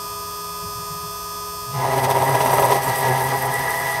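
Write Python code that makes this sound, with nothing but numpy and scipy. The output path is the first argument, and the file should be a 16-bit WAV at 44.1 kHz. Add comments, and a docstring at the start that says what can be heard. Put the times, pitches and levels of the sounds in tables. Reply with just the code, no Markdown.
"""Key cutting machine at work

Close up in a workshop, in mono. The motor buzzes and drives a milling spindle at about twice its speed;
the carriage bumps along, then the cutter bites into the key and the motor slows. The tool chatters and
crunches through the clamp's resonances, chips hiss, and as the cut gets lighter the cutter squeals."""
import sys
import numpy as np
from scipy.fft import rfft, irfft, next_fast_len
from scipy.io import wavfile
from scipy.ndimage import map_coordinates

SR = 44100
rng = np.random.default_rng(int(sys.argv[2]) if len(sys.argv) > 2 else 0)


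def transcribe(u):
    """Save the signal u as a 16-bit wav file named by the first command-line argument.

    u: samples, shape (n,) or (channels, n), limited to [-1, 1]; the rate is SR.
    q: integer samples, one column per channel.
    """
    v = np.clip(np.atleast_2d(u).T, -1, 1)
    q = np.round(v * 32767).astype(np.int16)
    wavfile.write(sys.argv[1], SR, q)


N = 176400
T = np.arange(N) / SR
BITE_S = 1.725  # the cutter meets the key
SPINDLE_RATIO = 2.037  # spindle turns per motor turn
SNAG_RISE_S = 0.0058
# the cutter catches on the key: start_s, relative_db
CATCHES = [(1.844, -11), (1.929, -12), (2.044, -17), (2.104, -11), (2.344, -8), (2.401, -8), (2.456, -8.5),
           (2.493, -6), (2.53, -9), (2.579, -6), (2.618, -8), (2.656, -12), (2.715, -3.5), (2.754, -10.5),
           (3.333, -23)]


def amp(db):
    """Decibels to gain."""
    return 10 ** (np.asarray(db) / 20)


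def unit(x):
    """Scale to rms 1."""
    return x / np.sqrt(np.mean(x ** 2) + 1e-20)


def curve(rows):
    """Join (time_s, value) points, one value per sample."""
    return np.interp(T, *np.transpose(rows))


def ramp(start_s, rise_s):
    """A straight rise from 0 to 1."""
    return np.clip((T - start_s) / rise_s, 0, 1)


def level(rows):
    """Gain from (time_s, gain_db) points, silent before the first."""
    return amp(curve(rows)) * ramp(rows[0][0], 0.048)


def wobble(knots_hz):
    """A smooth random curve."""
    return map_coordinates(rng.standard_normal(4000), [T * knots_hz], mode="wrap")


def filtered(x, response):
    """x through a frequency response."""
    size = 2 * next_fast_len(N // 2 + 8192)
    return irfft(rfft(x, size) * response(np.fft.rfftfreq(size, 1 / SR)), size)[:N]


def coloured(x, points):
    """x through a causal body with these (freq_hz, gain_db) points, at rms 1."""
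    def response(hz):
        point_hz, db = np.transpose(points)
        gain = amp(np.interp(np.log(hz + 1), np.log(point_hz + 1), db))
        cepstrum = irfft(np.log(gain + 1e-6))
        half = len(cepstrum) // 2
        cepstrum[1:half] *= 2  # fold to minimum phase
        cepstrum[half + 1:] = 0
        return np.exp(rfft(cepstrum))
    return unit(filtered(x, response))


def ringing(x, modes):
    """x through (pitch_hz, width_hz, gain_db) resonances, at rms 1."""
    def response(hz):
        return sum(amp(db) * 1j * hz * width / (pitch ** 2 - hz ** 2 + 1j * hz * width)
                   for pitch, width, db in modes)
    return unit(filtered(x, response))


def tones(turns, orders, waver_db, waver_hz, smear_rad):
    """Multiples of a rotation, each unsteady in level and phase."""
    total = np.zeros(N)
    for multiple, db in orders:
        peak = np.sqrt(2) * amp(db + waver_db * wobble(waver_hz))
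        phase = 2 * np.pi * (multiple * turns + rng.random())
        total += peak * np.sin(phase + smear_rad * wobble(waver_hz))
    return total


def blows(turns, scatter_s, scatter_db):
    """One uneven blow a turn."""
    at = np.flatnonzero(np.diff(np.floor(turns)))
    timing, strength = rng.standard_normal((len(at), 2)).T
    at = np.clip(at + scatter_s * SR * timing, 0, N - 1).astype(int)
    return unit(np.bincount(at, amp(scatter_db * strength), N))


def swells(rows, rise_s):
    """A quick swell and decay for each (start_s, peak_db) row."""
    ages = [(np.maximum(T - start_s, 0) / rise_s, db) for start_s, db in rows]
    return sum(amp(db) * age * np.exp(1 - age) for age, db in ages)


def scrape(turns, depth, grain_db):
    """Grainy noise that pulses once a turn."""
    pulsing = np.exp(depth * np.cos(2 * np.pi * turns))
    return unit(rng.standard_normal(N) * pulsing * amp(grain_db * wobble(600)))


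def cutting(spindle):
    """The cutter in the key: teeth, crunch, chips and ring shudder together over the chatter."""
    # the tool's vibration: time_s, rate_hz
    chatter_rate = [(1.6, 132.1), (2.6, 130.8), (3.3, 130.4), (4, 132.5)]
    chatter = np.cumsum(curve(chatter_rate) + 2.23 * wobble(24)) / SR
    shudder = amp(0.8 * wobble(45))
    drone = chatter_drone(chatter)
    milling = teeth(spindle, chatter) + crunch(spindle, chatter) + chips(chatter) + cutter_ring(spindle)
    return feed() * (drone + shudder * milling) + squeal(spindle)


def teeth(spindle, chatter):
    """Tooth blows sing at multiples of the spindle speed and shake the carriage."""
    # cutting force: time_s, gain_db
    force = [(1.66, -60), (1.76, -27), (1.84, -22), (2.73, -20), (2.82, -24.5), (2.88, -22), (2.99, -23.5),
             (3.11, -19.5), (3.16, -22), (3.22, -20.5), (3.27, -26.5), (3.34, -17.5), (3.39, -27.5),
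             (3.43, -23), (3.69, -24), (4.0, -25)]
    # tooth tones: multiple, relative_db
    orders = [(3, -15), (4, -9.5), (5, -4), (6, -7), (7, -27), (10, -17), (12, -27)]
    # the carriage under a light cut: freq_hz, gain_db
    body = [(150, -39.5), (260, -15), (330, -23), (410, 0.5), (470, -8.5), (510, -4), (580, -30),
            (680, 0.5), (750, -3), (810, -7.5), (870, -16.5), (940, 1.5), (1080, -12.5), (1280, -7),
            (1450, -16.5), (1700, -21), (2000, -9.5), (2300, -23), (2800, -26), (3700, -60)]
    sing = tones(spindle, orders, waver_db=1.5, waver_hz=30.53, smear_rad=0.25)
    knocks = blows(spindle, scatter_s=0.00028, scatter_db=3)
    knocks += 0.54 * blows(chatter, scatter_s=0.00026, scatter_db=2)
    knocks += 1.14 * scrape(chatter, depth=0.27, grain_db=0.5)
    snags = 1 + amp(0.5) * swells(CATCHES, SNAG_RISE_S)
    gain = ramp(BITE_S, 0.016) * level(force) * snags
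    return gain * (amp(-4.5) * sing + amp(-5.5) * coloured(knocks, body))


def crunch(spindle, chatter):
    """Metal breaks away in rough blows that sound through the clamp."""
    # weight of the crunch: time_s, gain_db
    weight = [(1.66, -68), (1.78, -51), (1.84, -28.5), (2.1, -24), (2.17, -21.5), (2.19, -22.5),
              (2.76, -20), (2.81, -37), (2.87, -23.5), (2.93, -36.5), (3.07, -27.5), (3.15, -31),
              (3.88, -39.5), (3.91, -46), (3.98, -37), (4.0, -40)]
    # the clamp under a heavy cut: freq_hz, gain_db
    clamp = [(110, -32), (170, -11), (200, -19), (265, -7.5), (335, -16.5), (410, 2.5), (465, -17.5),
             (545, -1), (690, -2), (745, -9), (800, -4), (860, -13), (950, 3.5), (1100, -7.5), (1180, -17),
             (1260, -13), (1520, -35.5), (1680, -34.5), (1820, -22), (2000, -13), (2250, -36), (2800, -29),
             (3700, -52)]
    breaks = blows(chatter, scatter_s=0.001176, scatter_db=1) + scrape(spindle, depth=0.36, grain_db=4)
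    snags = 1 + amp(2.5) * swells(CATCHES, SNAG_RISE_S)
    return amp(-1) * level(weight) * snags * coloured(breaks, clamp)


def chatter_drone(chatter):
    """The tool thrums and the housing rumbles; overtones build after the bite."""
    # strength of the chatter: time_s, gain_db
    strength = [(1.62, -73), (1.69, -33), (1.74, -26.5), (1.97, -28.5), (1.98, -26.5), (2.8, -28.5),
                (2.84, -34), (2.9, -22.5), (2.96, -38), (3.11, -20), (3.15, -27.5), (3.51, -30.5),
                (3.54, -41), (3.6, -31), (3.69, -40.5), (3.87, -36), (3.92, -40), (4.0, -37)]
    # its overtones: multiple, relative_db
    orders = [(2, -12), (3, -6.5), (4, -8.5), (6, -5.5), (7, 0.5), (13, -12.5)]
    # the housing's rumble: freq_hz, gain_db
    housing = [(25, -58), (55, -17.5), (95, -6), (125, -7.5), (200, -11.5), (500, -47)]
    rumble = amp(-12.5) * coloured(rng.standard_normal(N), housing)
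    thrum = tones(chatter, [(1, -2)], waver_db=1.9, waver_hz=28.37, smear_rad=0.5)
    overtones = tones(chatter, orders, waver_db=2.5, waver_hz=32.05, smear_rad=0.6)
    return level(strength) * (rumble + thrum + amp(-2) * ramp(BITE_S, 0.19) * overtones)


def squeal(spindle):
    """The rubbing cutter excites narrow resonances around a wavering note."""
    # strength of the squeal: time_s, gain_db
    strength = [(1.7, -66), (1.79, -45), (2.03, -36), (2.22, -52), (2.28, -28), (2.32, -40), (2.38, -32),
                (2.49, -42), (2.55, -32), (3.31, -29.5), (3.33, -34), (3.74, -25.5), (3.75, -28),
                (4.0, -30)]
    # its note: time_s, pitch_hz
    pitch = [(1.8, 1982), (2.5, 1965), (3.0, 1935), (3.5, 1952), (4, 1976)]
    # rubbed resonances: pitch_hz, width_hz, gain_db
    modes = [(1950, 27, 9.5), (2042, 18, -3), (1696, 20, 6), (1850, 13, 4)]
    friction = blows(spindle, scatter_s=0.00032, scatter_db=2) + rng.standard_normal(N)
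    rub = unit(filtered(ringing(friction, modes), lambda hz: np.exp(-((hz - 1860) / 330) ** 4)))
    cycles = np.cumsum(curve(pitch)) / SR
    note = tones(cycles, [(1, -3)], waver_db=3.5, waver_hz=45.2, smear_rad=0.3)
    return amp(-2) * level(strength) * (amp(0.5) * rub + note)


def chips(chatter):
    """Chips hiss, with a surge at each snag."""
    # flow of chips: time_s, gain_db
    flow = [(1.7, -43.5), (2.03, -35), (2.04, -28.5), (2.07, -38.5), (2.1, -36.5), (2.76, -35.5),
            (2.81, -42), (2.83, -37), (3.07, -34.5), (3.26, -41), (3.31, -33.5), (3.35, -39), (3.97, -38),
            (4.0, -42)]
    # their hiss: freq_hz, gain_db
    hiss = [(1000, -34), (2300, 1.5), (3300, 0), (5000, -4), (6200, 0), (7100, -15.5), (9000, -3.5),
            (10700, -11.5), (13400, -10.5), (15500, -19)]
    snags = 1 + amp(6) * swells(CATCHES, rise_s=0.0062)
    gain = level(flow) * amp(1 + 1.06 * wobble(35)) * snags
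    return gain * coloured(scrape(chatter, depth=0.083, grain_db=1.5), hiss)


def cutter_ring(spindle):
    """Scraping sets cutter and key ringing in the high treble."""
    # strength of the ring: time_s, gain_db
    strength = [(1.7, -44), (1.88, -42), (2.05, -38), (2.08, -53), (2.1, -37), (2.16, -38.5), (2.6, -33),
                (2.78, -37), (2.81, -48), (2.83, -30), (2.94, -41), (2.97, -26.5), (3.03, -38), (3.47, -37),
                (3.48, -47), (3.54, -36.5), (3.94, -39), (4.0, -47)]
    # cutter and key: pitch_hz, width_hz, gain_db
    modes = [(8210, 140, -2), (8550, 200, -8), (9390, 70, -6), (9810, 130, 2), (11520, 260, -4),
             (11850, 150, -7), (12600, 280, -2), (13350, 200, -11)]
    gain = level(strength) * ramp(BITE_S, 0.26) * amp(2.5 + 1.4 * wobble(40))
    return gain * ringing(scrape(spindle, depth=0.12, grain_db=3.5), modes)


def feed():
    """Gain of the feed strokes: two surges each, during the heavy cut."""
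    stroke_hz, start_s, peak_s, end_s = 8.27, 1.9, 2.347, 2.8
    phase = 2 * np.pi * stroke_hz * (T - peak_s)
    heavy = np.clip(np.minimum(T - start_s, end_s - T) / 0.063, 0, 1)
    return amp(heavy * (0.43 * np.cos(phase) + 1.5 * np.cos(2 * phase)))


def motor(turns):
    """Rasp, hum and whine duck as the cut comes in; the spindle and two motor tones hold their level."""
    # motor hum, whine, tones that hold, and the spindle's own tones: multiple, level_db
    hum_orders = [(5, -42), (8, -51.5), (11, -52.5), (12, -45), (30, -55.5), (32, -55.5), (38, -57),
                  (40, -56), (53, -55), (55, -53), (56, -54.5), (59, -55), (60, -49), (62, -55),
                  (65, -47.5), (68, -49.5), (73, -49), (75, -49.5), (81, -57), (86, -52), (94, -59),
                  (95, -57)]
    whine_orders = [(15, -33.5)]
    held_orders = [(42, -51), (61, -47.5)]
    spindle_orders = [(1, -49.5), (4, -58), (6, -41.5), (7, -49), (9, -60), (10, -53.5), (11, -62),
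                      (12, -63)]
    duck = ramp(BITE_S, 0.2)
    rasp = amp(-5 * duck) * brushes(turns)
    hum = amp(-6 * duck) * tones(turns, hum_orders, waver_db=0.95, waver_hz=12, smear_rad=0.16)
    whine = amp(-9.5 * duck) * tones(turns, whine_orders, waver_db=0.3, waver_hz=9.35, smear_rad=0.017)
    spindle = tones(turns * SPINDLE_RATIO, spindle_orders, waver_db=1.5, waver_hz=24.8, smear_rad=0.083)
    held = tones(turns, held_orders, waver_db=1.5, waver_hz=14, smear_rad=0.15)
    return rasp + hum + whine + spindle + held


def brushes(turns):
    """The brushes rasp over the same roughness every turn and ring the motor case."""
    # brush buzz: freq_hz, gain_db
    buzz = [(1700, -81), (2300, -14), (2700, -13), (3400, -9.5), (3700, -13), (4400, -10), (5200, 1),
            (5750, -14.5), (6150, -6.5), (7000, -12.5), (7450, -11), (8450, -18.5), (9100, -12.5),
            (10200, -33), (11200, -18.5), (12000, -26), (12900, -17), (13900, -14), (14500, -17),
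            (15500, -12)]
    # motor case: pitch_hz, width_hz, gain_db
    case_modes = [(8530, 130, -2), (8500, 146, -2.5), (11980, 230, -9), (11930, 65, 5), (14700, 300, -4)]
    size = 530  # points around one turn
    roughness = irfft(np.exp(2j * np.pi * rng.random(size // 2 + 1)), size)
    rasp = unit(map_coordinates(roughness, [turns % 1 * size], mode="grid-wrap"))
    rasp += 0.3 * rng.standard_normal(N)
    rasp *= 1 + np.cos(8 * np.pi * turns)  # four pulses a turn
    return amp(-42.5) * coloured(rasp, buzz) + amp(-39.5) * ringing(rasp, case_modes)


def carriage():
    """Soft low bumps as the key is moved up to the cutter."""
    # carriage steps: peak_s, relative_db
    steps = [(0.643, -31), (0.778, -31), (0.918, -29.5), (1.051, -31.5)]
    pitch_hz, rise_s = 131.7, 0.025
    bumps = swells([(peak_s - rise_s, db) for peak_s, db in steps], rise_s)
    return amp(-5) * bumps * np.sin(2 * np.pi * pitch_hz * T + 1.66 * wobble(50.3))


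def cooling_air():
    """A steady rush of air behind the machine's tones."""
    # air noise: freq_hz, gain_db
    rush = [(20, -25), (45, -0.5), (100, 1), (150, -13), (260, -11), (550, -10), (690, -6.5), (800, -10),
            (980, -17.5), (1400, -15.5), (2200, -23), (5000, -21), (7500, -18), (12000, -13),
            (15000, -23.5)]
    return amp(-40) * coloured(rng.standard_normal(N), rush)


def scene():
    """Machine, cooling air and the cut, all close up."""
    # motor speed, sagging in the cut: time_s, rate_hz
    speed = [(0, 82.2), (.4, 82.5), (1.3, 82.65), (1.78, 82.65), (2.0, 80.4), (2.5, 79.9), (3.05, 79.7),
             (3.35, 80.4), (3.7, 81.0), (4, 81.2)]
    turns = np.cumsum(curve(speed) + 0.0292 * wobble(14)) / SR
    return (cooling_air() + motor(turns) + carriage() + cutting(turns * SPINDLE_RATIO))[None]


def record(dry):
    """One microphone, with nothing kept above 15.7 kHz."""
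    return filtered(dry[0], lambda hz: hz < 15700)[None]


dry = scene()
out = record(dry)
transcribe(out)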